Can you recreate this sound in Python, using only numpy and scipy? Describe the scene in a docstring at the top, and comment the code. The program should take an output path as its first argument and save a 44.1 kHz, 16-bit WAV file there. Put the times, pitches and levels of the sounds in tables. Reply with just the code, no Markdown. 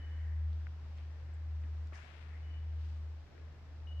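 """A low hum, like a far engine, swells and fades over soft air on a still, dry bush track.
The hum is one wandering tone under a weak noise drone; the air is shaped noise.
Birds call hoarsely far off (narrow noise) and ping a bell-like note (a quavering sine); both ring on
in the wood. Close by on the left, dry leaf litter is scuffed (dense grains) and twigs tick (noise bursts)."""
import sys
import numpy as np
from scipy import signal
from scipy.fft import rfft, irfft
from scipy.io import wavfile
from scipy.ndimage import uniform_filter1d

SR = 44100
rng = np.random.default_rng(int(sys.argv[2]) if len(sys.argv) > 2 else 0)


def transcribe(signal):
    """Save signal, clipped to [-1, 1], as a 16-bit WAV file at the path in sys.argv[1]."""
    frames = np.atleast_2d(signal).T
    limited = np.clip(frames, -1, 1)
    pcm = np.round(limited * 32767).astype(np.int16)
    wavfile.write(sys.argv[1], SR, pcm)


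N = 176400


def undb(db):
    return 10 ** (np.asarray(db) / 20)


def unit(x):
    return x / np.sqrt(np.mean(x ** 2))


def times():
    return np.arange(N) / SR


def freqs():
    return np.maximum(np.arange(N // 2 + 1) * SR / N, 1)


def pan(db):
    """Constant-power stereo gains; db is left over right."""
    return unit(undb(np.array([[db], [-db]]) / 2))


def colour(points):
    """Gain per FFT bin from (freq_hz, gain_db) points."""
    hz, db = np.array(points, float).T
    return undb(np.interp(np.log(freqs()), np.log(hz), db))


def band(x, hz, width_hz, order=3):
    """Band-pass about a geometric centre."""
    low_hz = np.hypot(hz, width_hz / 2) - width_hz / 2
    edges_hz = [low_hz, min(low_hz + width_hz, .45 * SR)]
    return signal.sosfilt(signal.butter(order, edges_hz, "bandpass", fs=SR, output="sos"), x)


def walk(rate_hz):
    """Unit-RMS random drift, rolling off at rate_hz + 1."""
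    lowpass = np.exp(-(freqs() / (rate_hz + 1)) ** 2)
    return unit(irfft(rfft(rng.standard_normal(N)) * lowpass, N))


def envelope(start_s, attack_s, hold_s, release_s):
    """Linear rise, hold, exponential fall."""
    t = times() - start_s
    return np.clip(t / attack_s, 0, 1) * np.exp(-np.maximum(t - attack_s - hold_s, 0) / release_s)


def grains(per_s, spread_db=2.5):
    """Tiny random cracks of uneven size, independent per ear."""
    size = undb(spread_db * np.minimum(rng.exponential(size=(2, N)), 4))
    return (rng.random((2, N)) < per_s / SR) * size * rng.standard_normal((2, N))


def wood(note, start_s, direct_gain, t60_s=1.25, tail_db=-0.5):
    """A 1 s note among trees: direct sound plus a scattered tail."""
    t = np.arange(SR) / SR
    scatter = rng.standard_normal((2, SR)) * undb(-60 * t / t60_s)
    out = signal.fftconvolve(note[None], scatter, axes=1)
    out *= undb(tail_db) * np.sqrt(np.sum(note ** 2) / np.sum(out ** 2, axis=1, keepdims=True))
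    out[:, :SR] += direct_gain * note
    return np.pad(out, ((0, 0), (SR + int(start_s * SR), N)))[:, SR:SR + N]


def hum(pitch_hz=77.8, wander=.004):
    """One low tone that swells and fades, with a weak drone above it."""
    # tone loudness: time_s, level_db
    swells = [(0.0, -44), (0.2, -38.5), (0.47, -34), (0.79, -45), (1.09, -42.5), (1.18, -46), (1.54, -38),
              (1.86, -40.5), (2.07, -55.5), (2.29, -45), (2.77, -38), (3.11, -42), (3.23, -49),
              (3.29, -66.5), (3.43, -45.5), (3.58, -54.5), (3.97, -40), (4.0, -37.5)]
    # drone noise bands: centre_hz, width_hz, level_db
    drone_bands = [(125, 12, -68), (153.9, 20, -72)]
    level_db = np.interp(times(), *np.array(swells).T)
    gain = uniform_filter1d(undb(level_db), size=1500)
    phase = 2 * np.pi * np.cumsum(pitch_hz * (1 + wander * walk(0.96))) / SR
    tone = np.sqrt(2) * gain * np.sin(phase)
    drone = sum(undb(db) * unit(band(rng.standard_normal(N), hz, width_hz))
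                for hz, width_hz, db in drone_bands)
    return (tone + drone) * pan(db=1.05)


def air(hiss_db=-65.5, rumble_db=-63, swell_db=.4, flicker_db=.5):
    """Rumble and leaf hiss in octave bands that swell together and flicker alone; wide treble."""
    # hiss and rumble spectra: freq_hz, relative_db
    hiss_shape = [(200, 2.5), (400, -2), (750, -4.5), (1200, -8), (1800, -10), (2500, -14), (3500, -18.5),
                  (5600, -22.5), (6300, -27.5), (7600, -31), (8500, -40.5), (10000, -42), (15000, -41.5)]
    rumble_shape = [(12, -11.5), (25, 0.5), (50, 2.5), (100, 0), (150, -10), (200, -23)]
    # stereo width: freq_hz, side_over_mid_db
    width = [(30, -5.5), (120, -3.5), (250, -10.5), (700, -8), (1500, -3.5), (5000, 2), (12000, -1.5)]
    # balance: freq_hz, left_over_right_db
    lean = [(100, 0), (600, 1), (1500, 5), (5000, -1), (10000, -5.5)]
    f = freqs()
    hiss = undb(hiss_db) * unit(colour(hiss_shape) / np.sqrt(1 + (170 / f) ** 8))
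    rumble = undb(rumble_db) * unit(colour(rumble_shape) / (1 + (f / 250) ** 4))
    mid, side = rfft(rng.standard_normal((2, N)))
    ears = np.array([[1], [-1]])
    stereo = (mid + ears * side * colour(width)) * colour(lean) ** (ears / 2)
    spectrum = np.hypot(hiss, rumble) * stereo
    octave = np.clip(np.log2(f / 60), 0, 8)
    swell = walk(1)
    out = 0
    for k in range(9):
        noise = irfft(spectrum * np.maximum(1 - abs(octave - k), 0), N)
        out += noise * undb(swell_db * swell + flicker_db * walk(3))
    return out


def far_calls(width_hz=300):
    """Hoarse bird calls, smeared by distance into a narrow band."""
    # calls: start_s, hold_s, pitch_hz, level_db, pan_db, direct_gain
    calls = [(-.1, .4, 1793, -66, 7, 0.82), (1.023, .33, 1754, -71.5, 7, .3),
             (1.585, 0.042, 1650, -69.5, 6, 0.6), (2.294, 0.045, 1940, -65.5, 3.5, 0.9),
             (2.422, 0.092, 1910, -73.5, 9, 0.8), (3.298, 0.1, 1710, -72, 7, 0.45)]
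    out = 0
    for start_s, hold_s, hz, db, pan_db, direct_gain in calls:
        rasp = unit(band(rng.standard_normal(N), hz, width_hz, order=1))
        note = (rasp * envelope(0, 0.028, hold_s, 0.013))[:SR]
        out += undb(db) * pan(pan_db) * wood(band(note, hz, 3 * width_hz), start_s, direct_gain)
    return out


def bellbirds(rise_hz_per_s=570, pitch_flutter=.004, flutter_db=2):
    """Short quavering notes, rising slightly, that ring on in the wood."""
    # bell notes: start_s, pitch_hz, level_db, direct_gain, pan_db
    notes = [(-.07, 2943, -64.5, 0.8, -4.5), (2.426, 2935, -66, 0.32, 7.5), (3.87, 2902, -59.5, 0.89, 11.5)]
    ping = envelope(0, attack_s=0.0021, hold_s=0.064, release_s=0.024)
    out = 0
    for start_s, hz, db, direct_gain, pan_db in notes:
        pitch_hz = hz * (1 + pitch_flutter * walk(80)) + rise_hz_per_s * times()
        phase = 2 * np.pi * np.cumsum(pitch_hz) / SR
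        tone = unit(np.sin(phase) * undb(flutter_db * walk(60)))
        out += undb(db) * pan(pan_db) * wood((tone * ping)[:SR], start_s, direct_gain)
    return out


def litter(crackle_db=-81.5):
    """Dry leaves: bursts of dense grains over a faint, sparse crackle."""
    # rustles: start_s, attack_s, hold_s, release_s, level_db, centre_hz, width_hz, pan_db
    rustles = [(-.03, 0.026, 0.094, 0.15, -68.5, 345, 257, 0.5),
               (.93, 0.053, 0.016, 0.071, -68, 2250, 1600, 6), (1.916, 0.022, .18, 0.2, -67, 786, 597, 6.5),
               (1.918, .012, .06, 0.37, -58.5, 1755, 1270, 11),
               (1.927, 0.02, 0.028, 0.06, -69, 5500, 2550, 4.5),
               (1.94, 0.096, 0.19, .04, -68, 2520, 2000, 8),
               (2.746, 0.085, 0.094, 0.14, -72.5, 3300, 2800, 11),
               (3.28, 0.053, .1, 0.093, -65.5, 398, 237, 18)]
    crackle = unit(band(grains(per_s=250), hz=2350, width_hz=2500))
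    out = undb(crackle_db) * crackle * pan(db=3.5)
    for start_s, attack_s, hold_s, release_s, db, hz, width_hz, pan_db in rustles:
        leaves = unit(band(grains(per_s=6000), hz, width_hz, order=2))
        out += undb(db) * pan(pan_db) * leaves * envelope(start_s, attack_s, hold_s, release_s)
    return out


def twigs(scatter_gain=0.67):
    """Brief cracks in one broad resonance each, common to both ears, plus ground scatter."""
    # twig ticks, soft ground knocks: start_s, level_db, centre_hz, width_hz, decay_s, pan_db
    ticks = [(.529, -63.5, 3640, 1800, 0.0018, 10.5), (0.6681, -44, 1530, 970, 0.00097, 16.5),
             (0.975, -75, 6000, 3000, 0.0022, 3), (.984, -65, 2800, 2200, 0.0038, 4),
             (1.336, -81.5, 7500, 1210, 0.013, 9), (1.636, -63.5, 1700, 1500, 0.0082, 8),
             (1.639, -60.5, 230, 200, .012, 3), (1.87, -70, 4000, 4000, 0.0044, 4),
             (1.921, -54.5, 390, 350, 0.0064, 2), (1.921, -54.5, 1180, 398, 0.0033, 7),
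             (1.931, -58.5, 1300, 1820, 0.0065, 2), (1.952, -66.5, 5400, 2030, 0.01, -29),
             (1.954, -58.5, 1680, 220, 0.016, 21), (2.03, -81, 6500, 2500, 0.017, 2),
             (3.378, -60, 1600, 1500, 0.0032, 9)]
    out = 0
    for start_s, db, hz, width_hz, decay_s, pan_db in ticks:
        burst = rng.standard_normal(N) + scatter_gain * rng.standard_normal((2, N))
        crack = band(burst * envelope(start_s, 0.0004, 0, decay_s), hz, width_hz)
        crack /= np.sqrt(np.sum(crack ** 2, axis=1, keepdims=True) / (decay_s * SR))
        out += undb(db) * pan(pan_db) * crack
    return out


def scene():
    return hum() + air() + far_calls() + bellbirds() + litter() + twigs()


def record(dry):
    """Steep low-pass on the top treble."""
    cutoff_hz = 15100
    return signal.sosfilt(signal.ellip(8, .2, 70, cutoff_hz, fs=SR, output="sos"), dry)


dry = scene()
out = record(dry)
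transcribe(out)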